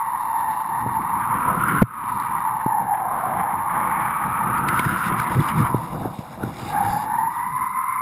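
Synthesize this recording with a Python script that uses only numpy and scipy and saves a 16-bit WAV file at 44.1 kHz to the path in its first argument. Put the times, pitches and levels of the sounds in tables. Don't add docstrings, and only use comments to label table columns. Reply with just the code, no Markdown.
import sys
import numpy as np
from scipy import signal
from scipy.fft import rfft, irfft, next_fast_len
from scipy.io import wavfile
from scipy.ndimage import uniform_filter1d, map_coordinates

SR = 44100
rng = np.random.default_rng(int(sys.argv[2]) if len(sys.argv) > 2 else 0)


def bounce(signal):
    frames = np.transpose(np.atleast_2d(signal))
    limited = np.clip(frames, -1, 1)
    pcm = np.round(limited * 32767).astype(np.int16)
    wavfile.write(sys.argv[1], SR, pcm)


def level_to_linear(level):
    exponent = np.asarray(level, float) / 20
    return 10 ** exponent


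N = 353241
CLIP_LEVEL = 0.5
SWING_HZ = 119


def unit(x):
    return x / np.sqrt(np.mean(np.abs(x) ** 2) + 1e-20)


def along(points, hz):
    f, v = np.transpose(points)
    return np.interp(np.log(hz + 1), np.log(f + 1), v)


def curves(rows):
    s, *cols = np.transpose(rows)
    return [np.interp(np.arange(N) / SR, s, c) for c in cols]


def wobble(rate_hz):
    coarse = np.arange(0, N + 16, 16)
    knots = rng.standard_normal(int(N * rate_hz / SR) + 4)
    return np.interp(np.arange(N), coarse, map_coordinates(knots, [coarse * rate_hz / SR]))


def coloured(x, points):
    m = next_fast_len(N + 8192)
    gain = level_to_linear(along(points, np.fft.rfftfreq(m, 1 / SR)))
    return irfft(rfft(x, m) * gain, m)[..., :N]


def rush(points, patchy_db):
    z = signal.stft(rng.standard_normal(N), nperseg=512)[2]
    field = uniform_filter1d(rng.standard_normal(z.shape), size=5, axis=0)
    field = uniform_filter1d(field, size=8, axis=1)
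    patchy = signal.istft(z * level_to_linear(patchy_db * unit(field)), nperseg=512)[1][:N]
    closed = [(5, -120)] + list(points) + [(1.3 * points[-1][0], -120)]
    return unit(coloured(patchy, closed))


def spells(rows, steep):
    t = np.arange(0, N + 32, 32) / SR
    gain = np.zeros(len(t))
    for s, length, db, *_ in rows:
        gain += level_to_linear(db) * np.exp(-np.abs(2 * (t - s) / length - 1) ** steep)
    return np.interp(np.arange(N) / SR, t, gain)


def ring(t, hz, t60):
    return level_to_linear(-60 * t / t60) * np.sin(2 * np.pi * hz * t)


def add(track, s, sound):
    track[round(s * SR):][:len(sound)] += sound


def vortices(hz, spread, lean, steep, burst_db):
    size = 2 ** 17
    off = np.fft.fftfreq(size) * 32
    slope = steep * np.where(off > 0, 1, 1.067)
    shape = (1 + (off / np.where(off > 0, lean, 1)) ** 2) ** -slope
    packets = np.fft.ifft(shape * np.fft.fft([1, 1j] @ rng.standard_normal((2, size))))
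    place = np.cumsum(32 * np.clip(spread, 0.02, 0.4) * hz / SR) % (size - 1)
    bursts = unit(level_to_linear(burst_db * (0.6 * wobble(40) + wobble(120))))
    swell = np.interp(place, np.arange(size), unit(packets)) * bursts
    return np.sqrt(2) * np.real(swell * np.exp(2j * np.pi * np.cumsum(hz) / SR))


# time_s, thick_line_hz, thin_line_hz, spread_share_of_pitch
SHEDDING = [(0, 938, 1090, 0.081), (.45, 881.5, 1021, 0.082), (1.15, 909, 1110, 0.085),
            (1.75, 1064, 1402, 0.097), (2, 948, 1162, 0.096), (2.3, 945.2, 1173, 0.095),
            (2.85, 846.8, 1016, 0.081), (3.25, 744, 1042, .16), (3.55, 879.4, 1056, 0.09),
            (4.45, 889.6, 1200, .095), (4.9, 1021, 1398, .11), (5.15, 967.4, 1229, 0.12),
            (5.7, 963.5, 1153, .11), (6, 1015, 1192, 0.099), (6.6, 772.6, 1149, 0.095),
            (7, 848.8, 1101, 0.06), (7.5, 978, 1203, 0.065), (8.01, 1043, 1317, 0.063)]
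# time_s, thick_db, thin_db, wake_tangle_db, thick_lock_in_db
HUM = [(0, -26, -32.5, -3.5, -3.5), (.9, -24, -31, -1.5, 1), (1.3, -24.5, -28.5, 0, -12),
       (1.75, -26.5, -25, 2, -4.5), (2.15, -27, -28.5, 1.5, -1), (2.93, -23.5, -35.5, 0, -3),
       (3.1, -31, -24.5, -1.5, 2), (3.55, -26, -29, 1.5, -1), (3.9, -26.5, -25.5, 7, -1),
       (4.8, -29, -24.5, 3.5, -5), (5.2, -27.5, -29, 8.5, 3), (5.65, -28, -25.5, 3, -5.5),
       (5.85, -31, -50.5, 2, -5), (6.1, -43.5, -63, 1, -11), (6.56, -51.5, -50.5, 2, 7),
       (6.76, -23.5, -36.5, 5, 3), (7.15, -23.5, -41.5, -1, 0.5), (8.01, -24, -35.5, -3, 3.5)]


def lines():
    hz, thin_hz, spread = curves(SHEDDING)
    db, thin_db, tangle_db, lock_db = curves(HUM)
    flutter_db, flutter_hz = 1.5, 14
    db = db + flutter_db * wobble(flutter_hz)
    thin_db = thin_db + flutter_db * wobble(flutter_hz)
    hum_db = 10 * np.log10(level_to_linear(2 * db) + level_to_linear(2 * thin_db))
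    full_hum_db, full_wake_db, wake_db_per_hum_db = -23.5, -41.5, 1.5
    wake_db = full_wake_db + tangle_db + wake_db_per_hum_db * (hum_db - full_hum_db)

    thick = vortices(hz, spread, lean=1.58, steep=1.28, burst_db=1.0)
    thin = vortices(thin_hz, 1.05 * spread, lean=1.18, steep=0.99, burst_db=0.4)
    octave = vortices(2.04 * hz, 0.9 * spread, lean=1.05, steep=1.5, burst_db=1.5)
    wake = vortices(1.7 * hz, 2.4 * spread, lean=1.7, steep=1.03, burst_db=3.0)
    thin_octave = vortices(2 * thin_hz, 0.92 * spread, lean=1.0, steep=0.88, burst_db=-1.0)

    thick_line = level_to_linear(db) * (thick + level_to_linear(-19 + lock_db) * octave)
    thin_line = level_to_linear(thin_db) * (thin + level_to_linear(-22.5 + 0.8 * tangle_db) * thin_octave)
    return thick_line + level_to_linear(wake_db) * wake + thin_line


# time_s, gust_over_calm_db, mount_share_db
GUST = [(0, -1.5, -15), (.74, 6, -15), (1, 12.5, -32), (1.2, 11.5, -22), (1.5, 20, -8.5), (1.69, 22, -16),
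        (1.85, 11.5, -25), (2.2, 9, -30), (2.6, 6, -16), (2.85, 9, -8.5), (3.35, 10.5, -9.5), (3.7, 10, -6),
        (4.55, 17, -14.5), (5.95, 15.5, -10.5), (6.25, 9, -4), (6.57, 16, -10), (7.05, 12.5, -8),
        (7.3, 3, -22)]
# freq_hz, density_db_per_hz
BUFFET = [(12, -36), (20, -19.5), (60, -9), (124, -3.5), (139, 0.5), (205, 0.5), (290, -7), (344, -6.5),
          (388, -14.5), (426, -19.5), (480, -13), (620, -43), (1060, -120)]
# freq_hz, density_db_per_hz
SWING = [(95, -14), (122, 8), (150, -29.5)]
# freq_hz, density_db_per_hz
DRONE = [(250, -17.5), (400, -14), (460, -5), (500, 6), (545, -3), (620, 3), (800, 7), (1500, -5),
         (2300, -26), (2600, -32.5)]


def buffeting():
    gust_db, mount_db = curves(GUST)
    calm_db = -48
    buffet_db = calm_db + gust_db + 1.02 * wobble(6)
    lumps = wobble(18)
    air = rush(BUFFET, patchy_db=-0.5) + 0.3 * rush(SWING, patchy_db=3.0)
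    buffet = level_to_linear(buffet_db) * unit(level_to_linear(2.7 * lumps) * air)
    drone = unit(level_to_linear(2.1 * lumps) * rush(DRONE, patchy_db=3.0))
    return buffet + level_to_linear(buffet_db + mount_db + 6.0) * drone


# start_s, peak_db, pitch_hz, rise_s, case_swing_db
KNOCKS = [(0.863, -17.5, 590, 0.00052, -7), (2.038, -31, 412, 0.0027, -7), (2.662, -10, 314, 0.0013, -16.5),
          (2.841, -33.5, 301.6, 0.0019, -12.5), (4.795, -16, 414.5, 0.0013, -15),
          (5.117, -16, 350, 0.00091, -32), (5.197, -21, 307, .003, -4), (5.745, -6, 392, 0.0011, -6),
          (5.949, -31, 281.4, 0.0014, -17), (6.056, -12, 425, 0.0012, -11.5),
          (6.189, -19, 296, 0.0026, -22), (6.437, -13.5, 453, 0.0013, -7.5), (6.476, -20, 305, 0.0016, -21),
          (6.629, -21, 288, .003, -30)]


def knocks():
    out, t = np.zeros(N + SR), np.arange(SR // 4) / SR
    chirp_s = 0.0052 * np.log1p(t / 0.0053)
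    swing = ring(t, SWING_HZ, 0.14) * (1 - np.exp(-t / 0.0029))
    for s, db, hz, rise, swing_db in KNOCKS:
        jolt = -t / rise * np.exp(1 - t / rise) * np.sin(2 * np.pi * hz * chirp_s)
        add(out, s, level_to_linear(db) * (jolt + level_to_linear(swing_db) * swing))
    return out[:N]


# start_s, level_db, pitch_hz, gain_drop_after_s, rebound_s, rebound_db
SLAM = (1.8191, 2.5, 222, .0092, 1.8354, -12)


def slam():
    out, t = np.zeros(N + SR), np.arange(SR // 4) / SR
    s, db, hz, hold, rebound_s, rebound_db = SLAM
    lurch = np.sin(2 * np.pi * hz * t) - t / 0.01 * np.sin(np.pi * hz * t)
    add(out, s, level_to_linear(db) * lurch * (t < hold))
    push = np.clip((rebound_s - s - hold - t) / 0.002 + 0.5, 0, 1)
    add(out, s + hold, level_to_linear(rebound_db - 9) * push)
    add(out, rebound_s, -level_to_linear(rebound_db) * ring(t, SWING_HZ, 0.062))
    return out[:N]


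# start_s, peak_db, pitch_hz, t60_s, pitch_fall_share
TICKS = [(1.628, -39.5, 3520, 0.011, 0.066), (2.040, -36, 3050, 0.0066, 0.18),
         (1.68, -38.5, 4990, 0.016, 0.043), (2.155, -40, 4530, 0.0049, 0.074),
         (2.2, -29.5, 4400, 0.0062, 0.54), (1.8274, -22, 2410, 0.0088, .3), (3.73, -47, 4380, 0.0055, 0.34),
         (4.32, -38, 3500, 0.0096, 0.075), (4.483, -39, 3420, 0.0063, 0.18), (4.582, -35, 4860, 0.01, 0.13),
         (4.684, -22.5, 5527, 0.058, .63), (4.687, -8, 2494, 0.0089, 0.55), (4.792, -9, 2260, 0.017, .05),
         (4.794, -18, 3700, 0.015, .35), (4.849, -15.5, 1836, 0.022, 0), (5.195, -17.5, 2240, 0.019, 0.015),
         (5.199, -9.5, 1504, .015, 0), (5.274, -33.5, 4120, 0.0038, 0.16), (5.403, -25.5, 3430, 0.013, 0),
         (5.44, -31, 3110, .008, 0.12), (5.488, -19, 3110, 0.011, 0.14), (5.651, -32, 3130, 0.014, 0.0049),
         (6.431, -20, 1433, 0.031, 0), (7.366, -39.5, 3560, 0.0088, 0.081)]


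def ticks():
    out, t = np.zeros(N + SR), np.arange(SR // 4) / SR
    for s, db, hz, t60, fall in TICKS:
        pitch_hz = hz * (1 - fall * np.minimum(t / 0.005, 1))
        tone = np.sin(2 * np.pi * np.cumsum(pitch_hz) / SR)
        tone *= 1 + 0.87 * uniform_filter1d(rng.standard_normal(len(t)), size=14)
        splash = uniform_filter1d(rng.standard_normal(len(t)), size=5)
        envelope = level_to_linear(db - 60 * t / t60) * (1 - np.exp(-t / (0.14 * t60)))
        add(out, s, envelope * (1.83 * tone + 0.38 * splash))
    return out[:N]


# start_s, length_s, level_db, pitch_hz
SWAYS = [
    (4.858, 0.017, -16, 130.5),
    (5.356, 0.063, -12.5, 130.4),
    (5.536, 0.04, -24.5, 188.9),
    (5.567, .085, -16.5, 112),
    (6.828, 0.095, -27, 105),
    (7.461, .12, -37, 165),
]


def shudders():
    middles_s = [s + length / 2 for s, length, *_ in SWAYS]
    hz = np.interp(np.arange(N) / SR, middles_s, [row[-1] for row in SWAYS])
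    push = np.sin(2 * np.pi * np.cumsum(hz * (1 + 0.18 * wobble(90))) / SR)
    shake = level_to_linear(0.29 * wobble(96)) * push + 0.43 * rush(BUFFET, patchy_db=-3.2)
    return spells(SWAYS, 4.0) * shake


# freq_hz, density_db_per_hz
HISS = [(1530, -33.5), (2600, -15.5), (2720, -5), (3230, -20.5), (3650, -7.5), (4230, -16), (4880, -21.5),
        (5290, -18), (6000, -35.5), (7800, -72.5), (13200, -120)]
# freq_hz, density_db_per_hz
SPRAY = [(1180, -29), (2000, -5.5), (2290, -4), (2560, -12), (2840, -6), (3080, -18), (3720, -5.5),
         (4330, -17.5), (4720, -15), (5020, -11), (5680, -20), (6000, -36), (7800, -66), (13200, -120)]
# time_s, level_db
WATER = [(0, -63.5), (.55, -58), (1, -62), (1.35, -62.5), (1.67, -59.5), (2.24, -60.5), (2.6, -64),
         (2.95, -69), (3.2, -64), (3.57, -67), (3.9, -62), (4.66, -63), (4.72, -53.5), (5.15, -62),
         (5.75, -55), (6.5, -56.5), (7.1, -59.5), (8.01, -64)]
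# start_s, length_s, level_db
SPLASHES = [(4.68, .016, -43.5), (4.788, 0.015, -45), (4.76, .06, -55), (4.82, 0.14, -57.5),
            (4.96, 0.083, -54), (5.04, .05, -46), (5.18, .04, -49.5), (5.225, .025, -52), (5.315, .14, -48),
            (5.475, .035, -44.5), (5.545, 0.086, -50), (6.14, 0.018, -70), (6.53, 0.21, -50.5),
            (6.8, 0.23, -51)]


def spray():
    landing_s = 4.685
    before, after = rush(HISS, patchy_db=-1.0), rush(SPRAY, patchy_db=1.6)
    colour = np.where(np.arange(N) < landing_s * SR, before, after)
    flurries = unit(level_to_linear(1.2 * wobble(30) + 1.57 * wobble(250)) * colour)
    return (level_to_linear(curves(WATER)[0]) + spells(SPLASHES, 3.0)) * level_to_linear(4.0) * flurries


# freq_hz, density_db_per_hz
FIZZ = [(4100, -24), (4600, 4), (5100, 1), (5600, -26)]
# start_s, length_s, level_db
FIZZES = [
    (6.85, 0.2, -49),
    (5.04, 0.035, -59),
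    (6.57, .12, -55),
]


def mist():
    return spells(FIZZES, 2.8) * unit(level_to_linear(2.5 * wobble(300)) * rush(FIZZ, patchy_db=-2.0))


def ducking():
    duck_db, recover_s, give = -19, 0.27, 2.04
    since_s = np.arange(N) / SR - SLAM[0] - SLAM[3]
    duck = level_to_linear(duck_db * (since_s > 0) * np.clip(1 - since_s / recover_s, 0, 1))
    return duck / (1 + give * spells(SWAYS, 12.0))


# freq_hz, gain_db
LINE_TONE = [(20, 3.5), (1500, 0.5), (2000, 1), (2300, 0.5), (2550, -5.5), (3300, -0.5), (4200, -11.5),
             (6000, -22.5)]
# freq_hz, gain_db
LEFT_RIGHT = [(20, -8), (60, -24), (150, -37), (300, -34), (700, -38), (1400, -42), (2500, -34), (5000, -21)]


def scene():
    steady = coloured(lines(), LINE_TONE) + buffeting() + spray() + mist()
    sound = steady * ducking() + knocks() + slam() + ticks() + shudders()
    limited = np.clip(sound, -CLIP_LEVEL / 2, CLIP_LEVEL / 2)
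    apart = coloured(limited, LEFT_RIGHT) * level_to_linear(1.2) * wobble(58)
    return np.array([sound + apart, sound - apart])


# freq_hz, gain_db
EDGE = [(20, 0), (5500, 0), (5750, 3.5), (6000, -1.5), (6300, -35)]
# freq_hz, gain_db
TREBLE = [(20, 0), (15000, 0), (15300, -5), (15600, -11), (16000, -20)]


def slow_sampler(dry):
    step = 147 / 40
    times = np.arange(N * 40 // 147) * step
    slow = [map_coordinates(side, [times]) for side in coloured(dry, EDGE)]
    held = np.repeat(np.clip(slow, -CLIP_LEVEL, CLIP_LEVEL), 4, axis=1)
    return coloured(signal.resample_poly(held, 147, 160, axis=1), TREBLE)


def low_pass(x):
    return signal.sosfilt(signal.butter(12, 15690, fs=SR, output="sos"), x)


def record(dry):
    mix = slow_sampler(dry)
    return low_pass(mix)


dry = scene()
out = record(dry)
bounce(out)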